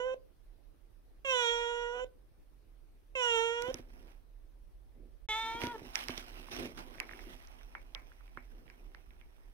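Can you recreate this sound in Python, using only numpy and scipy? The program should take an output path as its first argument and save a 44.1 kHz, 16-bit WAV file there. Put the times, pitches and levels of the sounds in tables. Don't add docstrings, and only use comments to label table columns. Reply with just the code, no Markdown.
import sys
import numpy as np
from scipy import signal
from scipy.fft import rfft, irfft, next_fast_len
from scipy.io import wavfile
from scipy.ndimage import uniform_filter1d, map_coordinates

SR = 44100
rng = np.random.default_rng(int(sys.argv[2]) if len(sys.argv) > 2 else 0)


def to_linear_factor(level_db):
    exponent = np.asarray(level_db, float) / 20
    return 10 ** exponent


def pcm_store(signal):
    levels = np.round(np.clip(np.atleast_2d(signal), -1, 1) * 32767)
    wavfile.write(sys.argv[1], SR, levels.astype(np.int16).T)


N = 420273

# start t/s, end t/s
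SPLICE = (5.268, 5.287)

# f/Hz, relative density level/dB
AIR_SPECTRUM = [(41, -66), (70, 0), (207, -12), (311, -6.5), (1010, -21.5), (5900, -33), (7300, -40.5),
                (9000, -32.5), (15500, -34)]
# f/Hz, correlation
AIR_LIKENESS = [(900, 0.03)]
# f/Hz, L-R level/dB
AIR_TILT = [(80, -8.5), (1200, 0)]
# t/s, level/dB
RUMBLE = [(3.3, -60), (3.7, -55.5)]
AIR_DB = -73
# f/Hz, t60/s
ROOM_DECAY = [(300, 0.38), (10000, 0.0082)]

# f/Hz, width/Hz, relative level/dB
BOX_MODES = [(95, 70, -6), (250, 13, 3), (340, 60, -3), (620, 250, -15)]
# t/s, peak level/dB as the mean of both ports
KNOCKS = [(3.636, -48), (3.682, -37), (3.744, -38), (3.795, -42.5), (5.548, -39), (5.637, -27.5),
          (5.671, -33.5), (5.818, -42.5), (6.094, -33), (6.179, -42), (6.537, -42.5), (6.605, -37),
          (6.654, -41), (8.374, -45.5)]
# f/Hz, relative density level/dB
SCUFF_SPECTRUM = [(380, -21), (680, 1), (1090, -5), (2570, -8), (4400, -22), (5700, -15), (6900, -29),
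                  (9000, -19.5)]
# start t/s, length/s, wall level/dB, scuff level/dB
STROKES = [(3.618, 0.17, -61.5, -67), (3.895, 0.22, -64, -74), (4.955, 0.11, -66, -98.5),
           (5.609, 0.042, -57, -59), (5.95, 0.083, -83, -59), (6.092, 0.018, -52, -60),
           (6.174, 0.03, -76, -61), (6.519, 0.037, -47, -57.5), (6.589, 0.08, -49, -61.5),
           (6.784, 0.0048, -49, -61)]
# t/s, wall level/dB, scuff level/dB
RESTLESS = [(5.287, -73, -64), (5.7, -53.5, -66), (6.0, -66.5, -67), (6.35, -60.5, -64.5), (6.7, -63, -72),
            (7.3, -58, -65.5), (7.46, -76.5, -70), (7.8, -69, -74.5), (8.3, -79.5, -76.5),
            (8.6, -64.5, -76.5), (9.53, -84.5, -79.5)]
RISE_DB_PER_S, FALL_DB_PER_S = 591, 171

# t/s, body peak level/dB, own ring f/Hz, crack level/dB re body
TICKS = [(3.622, -40.5, 2500, 9.5), (3.743, -37, 4100, 10.5), (5.6171, -29, 2400, -16),
         (5.637, -31, 2280, -6), (5.6694, -34, 2998, -3.5), (5.9558, -24, 2380, 3), (6.0843, -32, 2130, 1),
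         (6.1785, -33.5, 3830, 2), (6.7793, -42.5, 1180, -20), (7.001, -24.5, 2420, -4),
         (7.473, -50.5, 5560, 0), (7.9489, -29, 3380, -8.5), (8.7001, -44, 1900, -13),
         (8.9476, -43, 2020, -14)]
# t/s, body peak level/dB, own ring f/Hz
SMACKS = [(6.093, -37, 1160), (6.485, -44, 780), (6.947, -46, 1730), (6.983, -44, 2200),
          (7.0929, -37, 1820), (7.1118, -39, 1810), (7.134, -39.5, 1730), (7.192, -40, 1780),
          (7.611, -51.5, 1640), (7.751, -31.5, 1280), (8.118, -51.5, 1600), (8.208, -55, 1420),
          (8.279, -53, 2230), (8.3731, -34, 1510), (8.6794, -51.5, 2300), (9.107, -53, 2400),
          (9.213, -49, 2300)]
SMACK_CRACK_DB = -71
# f/Hz, width/Hz, relative level/dB
PLASTIC_MODES = [(5530, 730, 31), (10500, 3100, -21)]
# f/Hz, width/Hz, relative level/dB
HOLLOW_MODES = [(876, 810, -2.5), (2230, 170, 8)]
HOLLOW_DB, HOLLOW_T60_S = -17.5, 0.19

# t/s, mean pitch f/Hz, fundamental level/dB, mouth overtone level/dB, mouth resonance f/Hz
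MEOWS = [
    [(0.0, 491, -37, -54.5, 2870), (0.06, 511.5, -38, -62.5, 3000), (0.145, 521, -38.5, -61.5, 2760)],
    [(1.247, 548, -44, -49, 2850), (1.3, 525.6, -40, -41, 2710), (1.37, 496.5, -35.5, -39.5, 3190),
     (1.45, 470.6, -37.5, -39.5, 3380), (1.6, 471.3, -39, -47, 3308), (1.91, 478.6, -39, -58, 2910),
     (2.047, 512, -42, -58, 2852)],
    [(3.152, 531, -42, -48, 2590), (3.23, 488.3, -38.5, -42, 2720), (3.37, 454.1, -37, -40, 3070),
     (3.5, 465.5, -38, -47, 3050), (3.63, 480.2, -39.5, -56, 3100), (3.715, 527.4, -39.5, -57.5, 3175)],
    [(5.287, 429.2, -51.5, -39, 3370), (5.4, 445.6, -62, -41, 3550), (5.52, 451.7, -61.5, -46, 3550),
     (5.66, 479.5, -50.5, -63, 3050), (5.722, 474.6, -62, -59, 3240), (5.728, 459, -60, -69, 3250),
     (5.765, 432, -44.5, -64, 2716)],
]
# centre t/s, spread/s, share 0-1
DOUBLING = [(0.093, 0.054, 0.14), (1.981, 0.039, 0.36), (3.691, 0.024, 0.39), (5.74, 0.03, 0.18)]
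# f/Hz, width/Hz, relative level/dB
NEAR_THROAT_MODES = [(696, 2500, 5.5), (1530, 2200, 5.8)]
# f/Hz, width/Hz, relative level/dB
FAR_THROAT_MODES = [(930, 200, 3.5), (1680, 1100, -7.5)]
# f/Hz, width/Hz, relative level/dB
SKULL_MODES = [(5794, 320, -2), (7060, 380, -4), (9100, 2700, -13)]
# f/Hz, L-R level/dB
NEAR_TILT = [(150, -6.5), (1000, -10), (2800, -6), (8000, -33)]
# f/Hz, L-R level/dB
FAR_TILT = [(400, -2), (1300, 2.5), (8000, -9)]
DIP_BELOW_HZ, DIP_WIDTH_HZ, DIP_DB = 720, 600, -1
LOUD_DB, NEAR_THROAT_DB, NEAR_FOLLOW, FAR_THROAT_DB, FAR_FOLLOW = -36.5, -37, 0.47, -39.5, 0.26
ONSET_S, ONSET_CUT_DB, SLACKEN_S, SLACKEN_DB = 0.061, 5.5, 0.042, 11
CLEAR_HZ, BREATH_DB, SIGH_S = 10500, -17.5, 0.03
NEAR_JITTER, FAR_JITTER = 0.004, 0.0065

NEAR_LEAD_S, FAR_LEAD_S, TICK_LEAD_S = 0.00019, 0.00006, 0.00012
MIC_TOP_HZ = 15750


def unit(x):
    return x / np.sqrt(np.mean(x ** 2) + 1e-20)


def along(points, hz):
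    f, v = np.transpose(points)
    return np.interp(np.log(hz + 1), np.log(f + 1), v)


def curves(rows, t, outside=None):
    s, *cols = np.transpose(rows)
    return [np.interp(t, s, c, outside, outside) for c in cols]


def wobble(rate, size=N):
    knots = rng.standard_normal(int(size * rate / SR) + 4)
    return map_coordinates(knots, [np.arange(size) * rate / SR])


def filtered(x, response):
    n = x.shape[-1]
    m = next_fast_len(n + 8192)
    return irfft(rfft(x, m) * response(np.fft.rfftfreq(m, 1 / SR)), m)[..., :n]


def ringing(f, modes):
    total = 0
    for k, (centre, width, db) in enumerate(modes):
        damping = 1j * f * width
        total = total + (-1) ** k * to_linear_factor(db) * damping / (centre * centre - f * f + damping)
    return total


def ports(x, tilt, lead_s):
    def pair(hz):
        g = to_linear_factor(along(tilt, hz) / 2) * np.exp(1j * np.pi * hz * lead_s)
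        return np.array([g, 1 / g]) / np.abs(g + 1 / g) * 2
    return filtered(x, pair)


def rush(gain, alike, patchy_db):
    z = signal.stft(rng.standard_normal((2, N)), nperseg=512)[2]
    field = rng.standard_normal(z.shape[1:])
    field = uniform_filter1d(uniform_filter1d(field, 6, 0), 8, 1)
    pair = signal.istft(z * to_linear_factor(patchy_db * unit(field)), nperseg=512)[1][:, :N]

    def mid_side(hz):
        turn = np.arccos(np.clip(along(alike, hz), -1, 1)) / 2
        return gain(hz) * [np.cos(turn), np.sin(turn)]
    mid, side = filtered(pair, mid_side)
    return np.array([mid + side, mid - side]) / np.std(mid)


def air():
    still = rush(lambda f: to_linear_factor(along(AIR_SPECTRUM, f)), AIR_LIKENESS, patchy_db=1.5)
    still = filtered(still, lambda f: to_linear_factor(along(AIR_TILT, f) * [[0.5], [-0.5]]))
    deep = rush(lambda f: np.abs(ringing(f, [(34, 30, 0)])) ** 4, [(30, 0.55)], patchy_db=0)
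    rumble_db = curves(RUMBLE, np.arange(N) / SR)[0]
    return to_linear_factor(AIR_DB) * still + to_linear_factor(rumble_db) * deep * to_linear_factor([[-3.2], [2.2]])


def room(x):
    hz, t, z = signal.stft(rng.standard_normal((2, SR // 2)), SR, nperseg=256)
    decay = to_linear_factor(-60 * t / along(ROOM_DECAY, hz)[:, None])
    tail = signal.istft(z * decay, SR, nperseg=256)[1]
    late = np.pad(x, (300, 0))[None]
    return signal.fftconvolve(late, tail / np.linalg.norm(tail[0]), axes=1)[:, :N]


def strokes(t):
    wall, scuff = to_linear_factor(np.array(curves(RESTLESS, t, -120))) ** 2
    for s, length, wall_db, scuff_db in STROKES:
        rise_db = -RISE_DB_PER_S * np.maximum(s - t, 0)
        fall_db = -FALL_DB_PER_S * np.maximum(t - s - length, 0)
        shape = to_linear_factor(rise_db + fall_db) ** 2
        wall = wall + to_linear_factor(wall_db) ** 2 * shape
        scuff = scuff + to_linear_factor(scuff_db) ** 2 * shape
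    return np.sqrt(wall), np.sqrt(scuff)


def box():
    t = np.arange(N) / SR
    push = np.pad(np.hanning(44), (0, SR // 10))
    thud = filtered(push, lambda f: ringing(f, BOX_MODES))
    knock = np.zeros(N)
    for s, db in KNOCKS:
        knock[round(s * SR):][:len(thud)] += to_linear_factor(db) * thud / np.abs(thud).max()

    def wall_tone(f):
        return np.abs(ringing(f, BOX_MODES)) ** 0.9 / (1 + (f / 650) ** 4) / (1 + (110 / (f + 1)) ** 2)
    shake, scrape = strokes(t)
    wall = rush(wall_tone, [(200, 0.7)], patchy_db=2)
    scuff = rush(lambda f: to_linear_factor(along(SCUFF_SPECTRUM, f)), [(600, -0.34), (1600, -0.65)], patchy_db=1.8)
    bright = filtered(scuff, lambda f: np.abs(ringing(f, [(4030, 1730, 0.0093)])))
    scuff = scuff + scrape / to_linear_factor(-72.5) * bright
    grains = to_linear_factor(1.3 * wobble(35) + 2.6 * wobble(400))
    shaking = shake * to_linear_factor(1.8 * wobble(13)) * wall * to_linear_factor([[-1.6], [1.2]])
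    scuffing = scrape * unit(grains) * scuff * to_linear_factor([[-4.5], [2.5]])
    return knock * to_linear_factor([[-2.5], [1.8]]) + shaking + scuffing


def ticks_and_smacks():
    clicks, wash = np.zeros(N), np.zeros((2, N))
    t = np.arange(6000) / SR
    rows = TICKS + [row + (SMACK_CRACK_DB,) for row in SMACKS]
    noises = rng.standard_normal((len(rows), 3, len(t)))
    for (s, db, hz, crack_db), (burst, *echo) in zip(rows, noises):
        start = round(s * SR)
        burst = burst * to_linear_factor(-60 * t * hz / 9)
        burst[0] = 4
        body = filtered(burst, lambda f: ringing(f, [(hz, 0.5 * hz, 0)]) ** 2 / (1 + 1j * f / (hz + 1500)) ** 2)
        crack = filtered(burst, lambda f: ringing(f, PLASTIC_MODES))
        click = body / np.abs(body).max() + to_linear_factor(crack_db) * crack / np.abs(crack).max()
        clicks[start:][:len(t)] += to_linear_factor(db) * click
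        echo = unit(filtered(np.array(echo), lambda f: ringing(f, HOLLOW_MODES) / (1 + (f / 3200) ** 4)))
        wash[:, start:][:, :len(t)] += to_linear_factor(db + HOLLOW_DB - 60 * t / HOLLOW_T60_S) * echo
    return ports(clicks, [(1500, -15.5), (9000, -14)], TICK_LEAD_S) + wash


def meow(rows, loud_throat_db, follow, onset_cut_db, slacken_db, throat_modes, skull_db, cheek_db, jitter):
    start, end = rows[0][0], rows[-1][0]
    t = np.arange(round(start * SR), round((end + 4 * SIGH_S) * SR)) / SR
    pitch, base_db, mouth_db, mouth_hz = curves(rows, t)
    onset_db = (start > 0) * onset_cut_db * np.maximum(1 - (t - start) / ONSET_S, 0)
    ending_db = slacken_db * np.maximum(1 - (end - t) / SLACKEN_S, 0)
    throat_db = loud_throat_db + follow * (mouth_db - LOUD_DB) - (onset_db + ending_db)
    uneven = sum(share * np.exp(-((t - s) / spread) ** 2) for s, spread, share in DOUBLING)
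    slow = 0.0027 * wobble(40, size=len(t))
    creak = (jitter + 0.03 * uneven) * wobble(400, size=len(t))
    pitch = pitch * (1 + slow + creak)

    step = slice(None, None, 64)
    half = np.arange(1, 65)[:, None] / 2
    whole = half % 1 == 0
    hz = half * pitch[step]
    share = np.where(whole, 1, uneven[step])
    low_first = np.where(whole, 1, (2 / half) ** 2)
    dip = 2.5 - ringing(hz, [(mouth_hz[step] - DIP_BELOW_HZ, DIP_WIDTH_HZ, DIP_DB)])
    throat = share * low_first * dip * ringing(hz, throat_modes) * (half > 1) / (1 + (hz / 2100) ** 8)

    def head(f):
        cheek = to_linear_factor(cheek_db) * ringing(f, [(2280, 310, 0.034)]) ** 2
        return cheek + to_linear_factor(skull_db) * ringing(f, SKULL_MODES) ** 2

    def hollow(f):
        return 1 - ringing(f, [(4600, 1700, 0)])

    def level(part):
        return part / np.sqrt(np.sum(np.abs(part) ** 2, axis=0) / 2)
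    mouth = ringing(hz, [(mouth_hz[step], 650, 0)]) ** 2 + head(hz)
    mouth = share * mouth * dip * hollow(hz) / (1 + (hz / CLEAR_HZ) ** 7)
    base = np.sqrt(2) * ((half == 1) + 0.11 * share * (half < 1))
    gains = to_linear_factor(base_db[step]) * base + to_linear_factor(throat_db[step]) * level(throat) + to_linear_factor(mouth_db[step]) * level(mouth)
    drift = rng.standard_normal(gains.shape)
    drift = uniform_filter1d(uniform_filter1d(drift, 18, axis=1), 18, axis=1)
    gains = gains * to_linear_factor(np.minimum(0.5 * half, 2.2) * unit(drift))

    phase = 2 * np.pi * np.cumsum(pitch) / SR
    voice = 0
    for k, g in zip(half[:, 0], gains):
        gain = np.interp(t, t[step], g.real) + 1j * np.interp(t, t[step], g.imag)
        voice = voice + np.real(gain * np.exp(1j * k * phase))

    def breath_tone(f):
        return (ringing(f, [(3400, 3100, -2.5)]) ** 2 + 0.35 * head(f) + to_linear_factor(-22)) * hollow(f)
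    puffs = rng.standard_normal(len(t)) * (1 + 1.1 * np.cos(phase))
    breath = unit(filtered(puffs, breath_tone))
    edge = np.clip(np.minimum((t - start) / 0.0016, (end - t) / 0.0019), 0, 1)
    sigh = np.clip((t - start) / 0.0053, 0, 1) * np.exp(-(np.maximum(t - end, 0) / SIGH_S) ** 2)
    return edge * voice + sigh * to_linear_factor(mouth_db + BREATH_DB) * breath


def cat():
    near, far = np.zeros((2, N))
    for rows in MEOWS[:-1]:
        call = meow(rows, NEAR_THROAT_DB, NEAR_FOLLOW, ONSET_CUT_DB, SLACKEN_DB, NEAR_THROAT_MODES,
                    skull_db=-4.0, cheek_db=-4.5, jitter=NEAR_JITTER)
        near[round(rows[0][0] * SR):][:len(call)] = call
    rows = MEOWS[-1]
    call = meow(rows, FAR_THROAT_DB, FAR_FOLLOW, ONSET_CUT_DB, -0.5, FAR_THROAT_MODES,
                skull_db=-21.5, cheek_db=2.5, jitter=FAR_JITTER)
    far[round(rows[0][0] * SR):][:len(call)] = call
    return ports(near, NEAR_TILT, NEAR_LEAD_S) + ports(far, FAR_TILT, FAR_LEAD_S), near + far


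def scene():
    voice, dry_voice = cat()
    clicks = ticks_and_smacks()
    t = np.arange(N) / SR
    fade_out = (SPLICE[0] - t) / 0.012
    fade_in = (t - SPLICE[1]) / 0.00011
    gate = np.clip(np.maximum(fade_out, fade_in), 0, 1)
    return gate * (voice + clicks + to_linear_factor(-16.5) * room(dry_voice) + box() + air())


def top_cut(x):
    return signal.sosfilt(signal.butter(12, 16480, fs=SR, output="sos"), x)


def record(dry):
    heard = filtered(dry, lambda f: 1 / (1 + (f / MIC_TOP_HZ) ** 90) + 0.09)
    return top_cut(heard)


dry = scene()
out = record(dry)
pcm_store(out)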